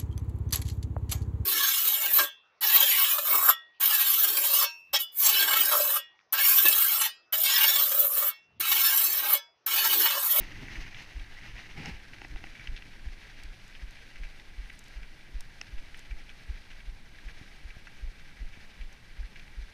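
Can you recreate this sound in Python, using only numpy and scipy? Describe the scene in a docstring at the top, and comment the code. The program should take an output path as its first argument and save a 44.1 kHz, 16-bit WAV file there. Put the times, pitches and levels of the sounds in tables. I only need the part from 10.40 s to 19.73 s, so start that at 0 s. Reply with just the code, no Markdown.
"""Bicycle tyres roll over packed snow, heard from a camera on the rider's chest: noise and tiny grains
are shaped into a hiss, with listed lumps and random crumbs of snow crunching as resonated cracks.
Each pedal stroke jogs the camera with a soft low thud, and coloured noise makes the wind rumble underneath.
A sleeve brushes past once and the jacket swishes, both as shaped noise; jacket ticks are filtered bursts.
Housing knocks, fitting snaps and frame bumps are dying sine modes, over faint microphone hiss."""
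import sys
import numpy as np
from scipy import signal
from scipy.fft import rfft, irfft
from scipy.io import wavfile
from scipy.ndimage import uniform_filter1d

SR = 44100
rng = np.random.default_rng(int(sys.argv[2]) if len(sys.argv) > 2 else 0)


def wrap_up_sound(samples):
    """Save the sound to the file named by the first command line argument, as 16-bit audio."""
    columns = np.atleast_2d(samples).T
    # keep every value between -1 and 1, then stretch to whole-number steps
    tamed = np.clip(columns, -1, 1)
    steps = np.round(tamed * 32767).astype(np.int16)
    wavfile.write(sys.argv[1], SR, steps)


N = 411453
TIME = np.arange(N) / SR


def gain_of(db):
    """Decibels to gain."""
    return 10 ** (np.asarray(db) / 20)


def evened(x):
    """Scales to rms 1."""
    return x / np.sqrt(np.mean(x ** 2) + 1e-20)


def loudest(x):
    """The rms level of the strongest 5 ms."""
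    return np.sqrt(uniform_filter1d(x ** 2, size=220, mode="constant").max())


def level(rows, axis=1):
    """Gain over time from one dB column of a curve."""
    rows = np.array(rows)
    return gain_of(np.interp(TIME, rows[:, 0], rows[:, axis]))


def coloured(x, points, rings=()):
    """Shapes the spectrum of x, with resonant bumps on top, and evens it to rms 1."""
    hz = np.fft.rfftfreq(len(x), 1 / SR)
    point_hz, point_db = np.transpose(points)
    shape_db = np.interp(np.log(hz + 1), np.log(point_hz + 1), point_db)
    for centre, width, height in rings:
        shape_db = shape_db + height / (1 + (2 * (hz - centre) / width) ** 2)
    return evened(irfft(rfft(x) * gain_of(shape_db), len(x)))


def noise():
    """White noise."""
    return rng.standard_normal(N)


def drift(rate):
    """Random wander of rms 1, with a new target rate times a second."""
    return evened(np.interp(TIME * rate, np.arange(4000), rng.standard_normal(4000)))


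def resonate(x, hz, width):
    """A two-pole resonance."""
    hz = min(hz, .45 * SR)
    return signal.lfilter(*signal.iirpeak(hz, hz / width, SR), x)


def add(mix, s, sound):
    """Lays a sound into the mix at time s."""
    start = round(s * SR)
    part = mix[max(start, 0):max(start + len(sound), 0)]
    part += sound[max(-start, 0):][:len(part)]


def swells(times, width_s):
    """A smooth hump of height 1 around each time."""
    humps = [np.exp(-.5 * np.minimum(abs(TIME - s) / width_s, 10) ** 2) for s in times]
    return np.max(humps, axis=0)


# tyres pressing the snow, from loose snow onto the packed track: time_s, level_db (before trims)
TYRE_LEVEL = [(0.0, -46), (0.17, -50), (0.35, -47.5), (0.52, -50), (0.62, -48), (0.72, -51.5),
              (0.89, -54.5), (0.98, -51), (1.22, -50), (1.4, -51), (1.65, -54.5), (2.35, -54.5),
              (2.52, -55.5), (2.88, -53.5), (3.47, -57), (3.78, -56), (4.12, -58), (4.58, -55.5),
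              (4.78, -57.5), (5.45, -56.5), (6.17, -56.5), (6.33, -56.5), (6.6, -61), (6.89, -56),
              (7.45, -58), (8.2, -55.5), (8.5, -58.5), (9.33, -57.5)]
PLOUGH_DB, PLOUGH_S = 1, 0.028  # the hiss swells while a tyre ploughs through a lump


def pressure(roll_db=0.25, patch_db=.8, patches_per_s=26):
    """Gain of the tyre hiss: the depth of the snow, its chance patches and the lumps in it."""
    lumps = swells([row[0] + PLOUGH_S for row in SNOW_LUMPS], PLOUGH_S)
    return level(TYRE_LEVEL) * gain_of(roll_db + patch_db * drift(patches_per_s) + PLOUGH_DB * lumps)


def grain(t, hz, cycles, phase):
    """One crack in the snow: a quick swell and a few dying cycles."""
    age = t * hz / cycles
    return np.sqrt(age) * np.exp(-2 * age) * np.sin(2 * np.pi * (hz * t + phase))


# hiss of hard-packed snow: freq_hz, relative_db (per Hz)
PACKED_SNOW = [(100, -48), (300, -2), (520, -3), (820, -3.5), (1100, -10.5), (1350, -4), (1900, -5),
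               (2650, -1.5), (3150, -3.5), (4200, -4.5), (6200, -10), (7300, -20), (12000, -22.5),
               (15000, -49)]
# hiss of deeper, looser snow: freq_hz, relative_db (per Hz)
LOOSE_SNOW = [(250, -7.5), (540, -14.5), (820, -7), (1120, -12.5), (1600, -7.5), (1960, -0.5), (2400, -5.5),
              (2750, -4.5), (3300, -11.5), (5300, -14.5), (6300, -16), (7400, -30), (15000, -37.5)]
# rings of wheel and frame in the hiss: centre_hz, width_hz, boost_db
WHEEL_RINGS = [(1612, 177, 9), (1970, 244, 7.5), (2307, 83, 9)]


def tyres(grains_per_s=480, spread_db=-0.5, grain_db=-10, uneven_db=1.5, loose_from_db=-56, loose_span_db=7):
    """Countless snow crystals shear as a hiss, with small cracks gathering in clumps."""
    grains, t = np.zeros(N), np.arange(512) / SR
    # the base rate of grains wanders up and down
    chance = grains_per_s / SR * gain_of(4.5 * drift(40))
    at = np.flatnonzero(rng.random(N) < chance)
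    for start, (size, pitch, phase) in zip(at, rng.random((len(at), 3))):
        crack = grain(t, 1600 * 4 ** pitch, 2.5, phase)
        size_gain = gain_of(spread_db * min(-np.log(1 - size), 3))
        add(grains, start / SR, size_gain * crack)
    crush = noise() + gain_of(grain_db) * evened(grains)
    # looser snow is louder and masks the rings of the wheel
    press = pressure()
    loose = np.clip((20 * np.log10(press) - loose_from_db) / loose_span_db, 0, 1)
    packed_hiss = (1 - loose) * coloured(crush, PACKED_SNOW, WHEEL_RINGS)
    hiss = packed_hiss + loose * coloured(crush, LOOSE_SNOW)
    return gain_of(-0.92) * press * evened(hiss * gain_of(uneven_db * drift(70)))


# wind on the microphone, mostly dying away with weaker returns: time_s, level_db (before puffs and trim)
WIND_LEVEL = [(0, -51), (.2, -44), (.34, -51.5), (.62, -56), (.9, -56.5), (1.15, -55.5), (2.4, -59.5),
              (4.2, -74.5), (5, -62.5), (6.6, -69.5), (6.87, -57.5), (7.2, -66), (9.33, -76)]
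# low buffeting of the wind: freq_hz, relative_db (per Hz)
WIND_BUFFET = [(15, 9), (40, 1), (70, -1.5), (108, 3.5), (175, -6.5), (310, -6.5), (500, -24), (1000, -49)]
# slow sway of the camera: freq_hz, relative_db (per Hz)
CAMERA_SWAY = [(3, -6), (9, 0.5), (20, 3.5), (30, -8), (50, -13.5), (100, -23.5), (300, -68.5)]
PUFF_DB, PUFF_S = 4.5, 0.024  # each pedal stroke pushes air past the microphone


def wind(gust_db=3, lump_db=1.2, lumps_per_s=14):
    """Lumpy low buffeting, stronger at each stroke, over the slow sway of the camera."""
    puffs = gain_of(PUFF_DB * swells([row[0] for row in PEDAL_STROKES], PUFF_S))
    gusts = gain_of(gust_db * drift(55) + lump_db * drift(lumps_per_s))
    buffet = level(WIND_LEVEL) * puffs * coloured(noise() * gusts, WIND_BUFFET)
    return gain_of(2.5) * buffet + gain_of(-48.0) * coloured(noise(), CAMERA_SWAY)


# steady faint hiss of the microphone: freq_hz, relative_db (per Hz)
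MICROPHONE_HISS = [(200, 8), (1000, 12.5), (4000, 8.5), (7200, -2.5), (9500, -0.5), (12500, -9),
                   (15000, -10)]


def microphone():
    """Self-noise with a thin, faint whine of narrowly resonated noise."""
    whine = evened(resonate(resonate(noise(), 14140, 90), 14140, 90))
    return gain_of(-65.0) * coloured(noise(), MICROPHONE_HISS) + gain_of(-90) * whine


def crumbs(crumbs_per_s=40, crumb_db=-59.5, follow=.6, spread_db=3.0, t60=0.014,
           low_hz=1500, high_hz=5000, width_hz=950):
    """Small crumbs of snow snap at random, each at its own pitch, louder where the snow is deep."""
    snaps, t = np.zeros(N), np.arange(1024) / SR
    cracks = noise()
    for place, size, pitch in rng.random((int(crumbs_per_s * N / SR), 3)):
        crack = cracks[int(place * (N - len(t))):][:len(t)] * gain_of(-60 * t / t60)
        hz = low_hz * (high_hz / low_hz) ** pitch
        crack = resonate(resonate(crack, hz, width_hz), hz, width_hz)
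        # higher crumbs are quieter
        crumb_gain = gain_of(spread_db * size ** 2) * low_hz / hz
        add(snaps, place * N / SR, crumb_gain * crack / loudest(crack))
    return gain_of(crumb_db) * evened(level(TYRE_LEVEL)) ** follow * snaps


# pedal strokes, some hard and some easy: time_s, jolt_db, swing_back_db (both before stroke_db)
PEDAL_STROKES = [(.012, -38, -35), (0.39, -33, -38), (0.77, -30.5, -34), (1.149, -37, -46),
                 (1.533, -36, -45), (1.916, -35, -34.5), (2.296, -31, -31), (2.675, -31, -38),
                 (3.057, -37, -37), (3.438, -32.5, -43), (3.817, -32, -33), (4.197, -30.5, -39.5),
                 (4.578, -32, -39.5), (4.96, -29, -34), (5.344, -33, -31), (5.723, -29.5, -35.5),
                 (6.103, -27.5, -35.5), (6.489, -30.5, -37.5), (6.873, -33.5, -44), (7.257, -36.5, -39.5),
                 (7.642, -29.5, -32), (8.021, -31, -31.5), (8.416, -32.5, -35), (8.805, -28, -34),
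                 (9.191, -30, -35.5)]


def pedalling(jolt_hz=43, jolt_s=0.0089, rebound_hz=27, rebound_s=0.015, delay_s=0.0404, stroke_db=2.0):
    """Each stroke jolts the camera, which swings back a moment later; timing and pitch vary by chance."""
    out, t = np.zeros(N), np.arange(-4096, 8192) / SR
    chances = rng.standard_normal((len(PEDAL_STROKES), 3))
    for (s, jolt_db, rebound_db), (speed, lag, pitch) in zip(PEDAL_STROKES, chances):
        early = t * (1 + 0.099 * speed)
        jolt = np.cos(2 * np.pi * jolt_hz * early) * np.exp(-.5 * (early / jolt_s) ** 2)
        late = t - delay_s * (1 + 0.11 * lag)
        swing = np.cos(2 * np.pi * rebound_hz * (1 + 0.38 * pitch) * late)
        rebound = swing * np.exp(-.5 * (late / rebound_s) ** 2)
        add(out, s + t[0], gain_of(jolt_db) * jolt + gain_of(rebound_db) * rebound)
    return gain_of(stroke_db) * out


# the larger lumps of snow breaking under the tyres: start_s, level_db (strongest 5 ms), centre_hz, t60_s
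SNOW_LUMPS = [(0.068, -50, 2900, .03), (0.284, -41.5, 1980, 0.028), (0.356, -44.5, 2330, .035),
              (0.546, -43, 2620, 0.045), (0.594, -51, 3300, .04), (0.797, -50, 3050, 0.03),
              (0.861, -52, 1700, .04), (1.734, -44.5, 2460, 0.038), (1.784, -49, 2600, 0.023),
              (2.07, -46, 2200, 0.047), (2.15, -48, 2400, 0.12), (2.195, -43.5, 2090, 0.11),
              (2.273, -38.5, 2780, 0.014), (2.364, -44, 3200, 0.1), (2.423, -45.5, 2500, 0.028),
              (3.351, -47.5, 2620, 0.083), (3.57, -50.5, 2480, 0.14), (3.757, -48.5, 2100, 0.11),
              (3.834, -46, 2200, 0.13), (3.998, -49, 3150, 0.044), (4.298, -43, 2520, 0.069),
              (4.63, -47.5, 2200, 0.075), (5.381, -52, 2500, .05), (5.544, -44.5, 2280, 0.031),
              (5.71, -46.5, 2270, 0.087), (5.893, -47, 2500, 0.061), (6.304, -50, 2500, 0.1),
              (6.403, -49, 2400, .04), (6.786, -48.5, 2160, 0.034), (6.884, -47, 2400, .06),
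              (7.304, -46.5, 2520, 0.041), (7.471, -44, 1640, 0.044), (8.065, -60, 2700, 0.08),
              (8.133, -52.5, 2300, 0.14), (8.315, -57, 3200, .025), (8.413, -50, 2350, .04),
              (8.831, -51, 1800, 0.067), (8.958, -47.5, 2580, 0.08), (8.995, -49.5, 2770, .035),
              (9.079, -52.5, 2680, .03)]


def crunches(width_share=.85, snap_db=6, snap_t60=0.02, ragged_db=4, spray_hz=5400, spray_db=-8):
    """A lump snaps, then collapses in ragged, dying cracks that ring the wheel, with a fine spray above."""
    out, t = np.zeros(N), np.arange(-512, 7680) / SR
    age, ragged = np.maximum(t, 0), gain_of(ragged_db * np.minimum(drift(400), 1))
    for s, db, hz, t60 in SNOW_LUMPS:
        cracks = rng.choice([-1, 1], len(t)) * (t >= 0)
        collapse = gain_of(-60 * age / t60) * np.roll(ragged, -round(s * SR))[:len(t)]
        # brittle lumps, which collapse quickly, snap hardest
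        snap = gain_of(snap_db - 60 * age / snap_t60) * snap_t60 / t60
        width = width_share * hz
        body = resonate(resonate(cracks * (snap + collapse), hz, width), hz, width)
        spray = gain_of(spray_db) * resonate(cracks * collapse, spray_hz, hz)
        lump = coloured(body + spray, PACKED_SNOW, WHEEL_RINGS)
        add(out, s + t[0], gain_of(db) * lump / loudest(lump))
    return out


# light ticks of the jacket: start_s, peak_db (before trim), centre_hz, fizz_db (before fizz_db below)
JACKET_TICKS = [(.623, -47, 6500, -12), (1.883, -51, 5340, -34), (3.0353, -38.5, 4400, -31),
                (3.2789, -49, 6480, -20.5), (3.5084, -46, 5900, -27), (4.3913, -37.5, 6500, -17),
                (4.4398, -49, 6120, -26), (4.4817, -46.5, 4870, -22), (5.007, -34.5, 4800, -4),
                (5.5922, -45.5, 6340, -49), (8.5275, -49, 6200, -31)]


def ticks(width_hz=1200, t60=0.014, fizz_db=12):
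    """Stiff fabric flicks: a dying noise burst gives a short bright ring with a broader fizz."""
    out, t = np.zeros(N), np.arange(2048) / SR
    for s, db, hz, top_db in JACKET_TICKS:
        flick = rng.standard_normal(len(t)) * gain_of(-60 * t / t60)
        fizz = gain_of(top_db + fizz_db) * evened(resonate(flick, 3200, 4800))
        tick = evened(resonate(flick, hz, width_hz)) + fizz
        add(out, s, gain_of(db + 1.0) * tick / abs(tick).max())
    return out


# a sleeve brushing past: time_s, rub_level_db, flutter_level_db
SLEEVE_BRUSH = [(1.34, -74, -70), (1.38, -44, -45), (1.43, -48, -46), (1.462, -41, -49.5),
                (1.495, -39.5, -41.5), (1.525, -51.5, -61), (1.62, -64, -63)]
# rubbing cloth: freq_hz, relative_db (per Hz)
SLEEVE_CLOTH = [(150, 8.5), (350, -9), (560, -18), (820, 4.5), (1100, -10), (2150, 6.5), (2800, 1),
                (3400, -8.5), (5300, -9), (7500, -25), (15000, -36)]


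def sleeve(catch_db=1.0, flutter_hz=135):
    """Cloth catches and slips as uneven noise, and flutters low against the housing."""
    rub = coloured(noise() * gain_of(catch_db * drift(300)), SLEEVE_CLOTH)
    flutter = evened(resonate(resonate(noise(), flutter_hz, 197), flutter_hz, 214))
    return level(SLEEVE_BRUSH) * rub + level(SLEEVE_BRUSH, axis=2) * flutter


# the camera housing rings with knocks and snaps: mode_hz, relative_db, t60_s
HOUSING_MODES = [(326, -16.5, 0.03), (807, -12.5, 0.02), (1490, -9.5, 0.013), (1980, -1.5, .01),
                 (2656, 1, 0.0098), (5200, 0, 0.0069), (6120, -2.5, 0.0057), (9300, -18, 0.0041)]


def blows(rows, soft_hz, light_hz, contact_s, crack_db):
    """Blows crack and ring the housing; a soft contact spares its high modes, a light one its low modes."""
    out, t = np.zeros(N), np.arange(2048) / SR
    for s, db in rows:
        ring = np.zeros(len(t))
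        for hz, mode_db, t60 in HOUSING_MODES:
            contact = 1 / (1 + (hz / soft_hz) ** 4) ** .5 / np.hypot(1, light_hz / hz)
            detuned_hz = hz * (1 + .02 * rng.standard_normal())
            ring += gain_of(mode_db - 60 * t / t60) * contact * np.sin(2 * np.pi * detuned_hz * t)
        crack = rng.standard_normal(len(t)) * gain_of(crack_db - 60 * t / 0.0038)
        blow = (ring / abs(ring).max() + crack) * (1 - np.exp(-t / contact_s))
        add(out, s, gain_of(db) * blow / loudest(blow))
    return out


# sharp snaps of the fittings: start_s, level_db (strongest 5 ms)
FITTING_SNAPS = [(1.4581, -40), (5.2137, -35.5)]


def snaps():
    """Hard, light contacts bring out the high modes of the housing."""
    return blows(FITTING_SNAPS, soft_hz=12000, light_hz=1100, contact_s=0.00047, crack_db=-32)


# dull knocks near the camera: start_s, level_db (strongest 5 ms)
DULL_KNOCKS = [(1.8168, -41.5), (1.8475, -43), (1.9595, -44.5), (2.0398, -41)]


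def knocks():
    """Softer, slower contacts dull the high modes of the housing."""
    return blows(DULL_KNOCKS, soft_hz=1880, light_hz=200, contact_s=0.0008, crack_db=-36)


# small bumps in the track, felt through the frame: start_s, peak_db, pitch_ratio
TRACK_BUMPS = [(2.66, -43, 1.15), (7.013, -37, 1), (7.368, -38, .75), (8.028, -41, 1.05), (8.174, -40, .8)]
# the frame's low shudder: mode_hz (before pitch_ratio), relative_db, t60_s
FRAME_MODES = [(133, 5.5, 0.024), (255, -4.5, 0.033), (795, -11.5, 0.021)]


def bumps():
    """The frame shudders briefly in dying modes, at a pitch set for each bump."""
    out, t = np.zeros(N), np.arange(4096) / SR
    for s, db, pitch in TRACK_BUMPS:
        shudder = sum(gain_of(mode_db - 60 * t / t60) * np.sin(2 * np.pi * hz * pitch * t)
                      for hz, mode_db, t60 in FRAME_MODES)
        add(out, s, gain_of(db) * shudder / abs(shudder).max())
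    return out


# nylon sliding on nylon: start_s, length_s, level_db (at the middle of the slide)
JACKET_SWISHES = [(4.24, .14, -69.5), (5.53, .13, -72.5)]
# treble of the nylon: freq_hz, relative_db (per Hz)
NYLON_TREBLE = [(4000, -30.5), (7500, -10), (9800, 7), (11500, -22), (13800, -1), (15000, -18)]


def swishes():
    """Fine, grainy treble noise swells and fades as the jacket slides."""
    slide = sum(gain_of(db) * np.sin(np.pi * np.clip((TIME - s) / length, 0, 1))
                for s, length, db in JACKET_SWISHES)
    return slide * coloured(noise() * gain_of(5.8 * drift(120)), NYLON_TREBLE)


def scene():
    """Everything at the one microphone."""
    bicycle = tyres() + crumbs() + pedalling() + crunches() + bumps()
    jacket = ticks() + sleeve() + swishes()
    housing = snaps() + knocks()
    return (bicycle + jacket + housing + wind() + microphone())[None]


EDGE_HZ = 15250  # upper edge of the recorder's band


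def record(dry):
    """The recorder's band limit, a steep low-pass."""
    low_pass = signal.firwin(511, EDGE_HZ, window=("kaiser", 9), fs=SR)
    return signal.oaconvolve(dry, low_pass[None], "same")


dry = scene()
out = record(dry)
wrap_up_sound(out)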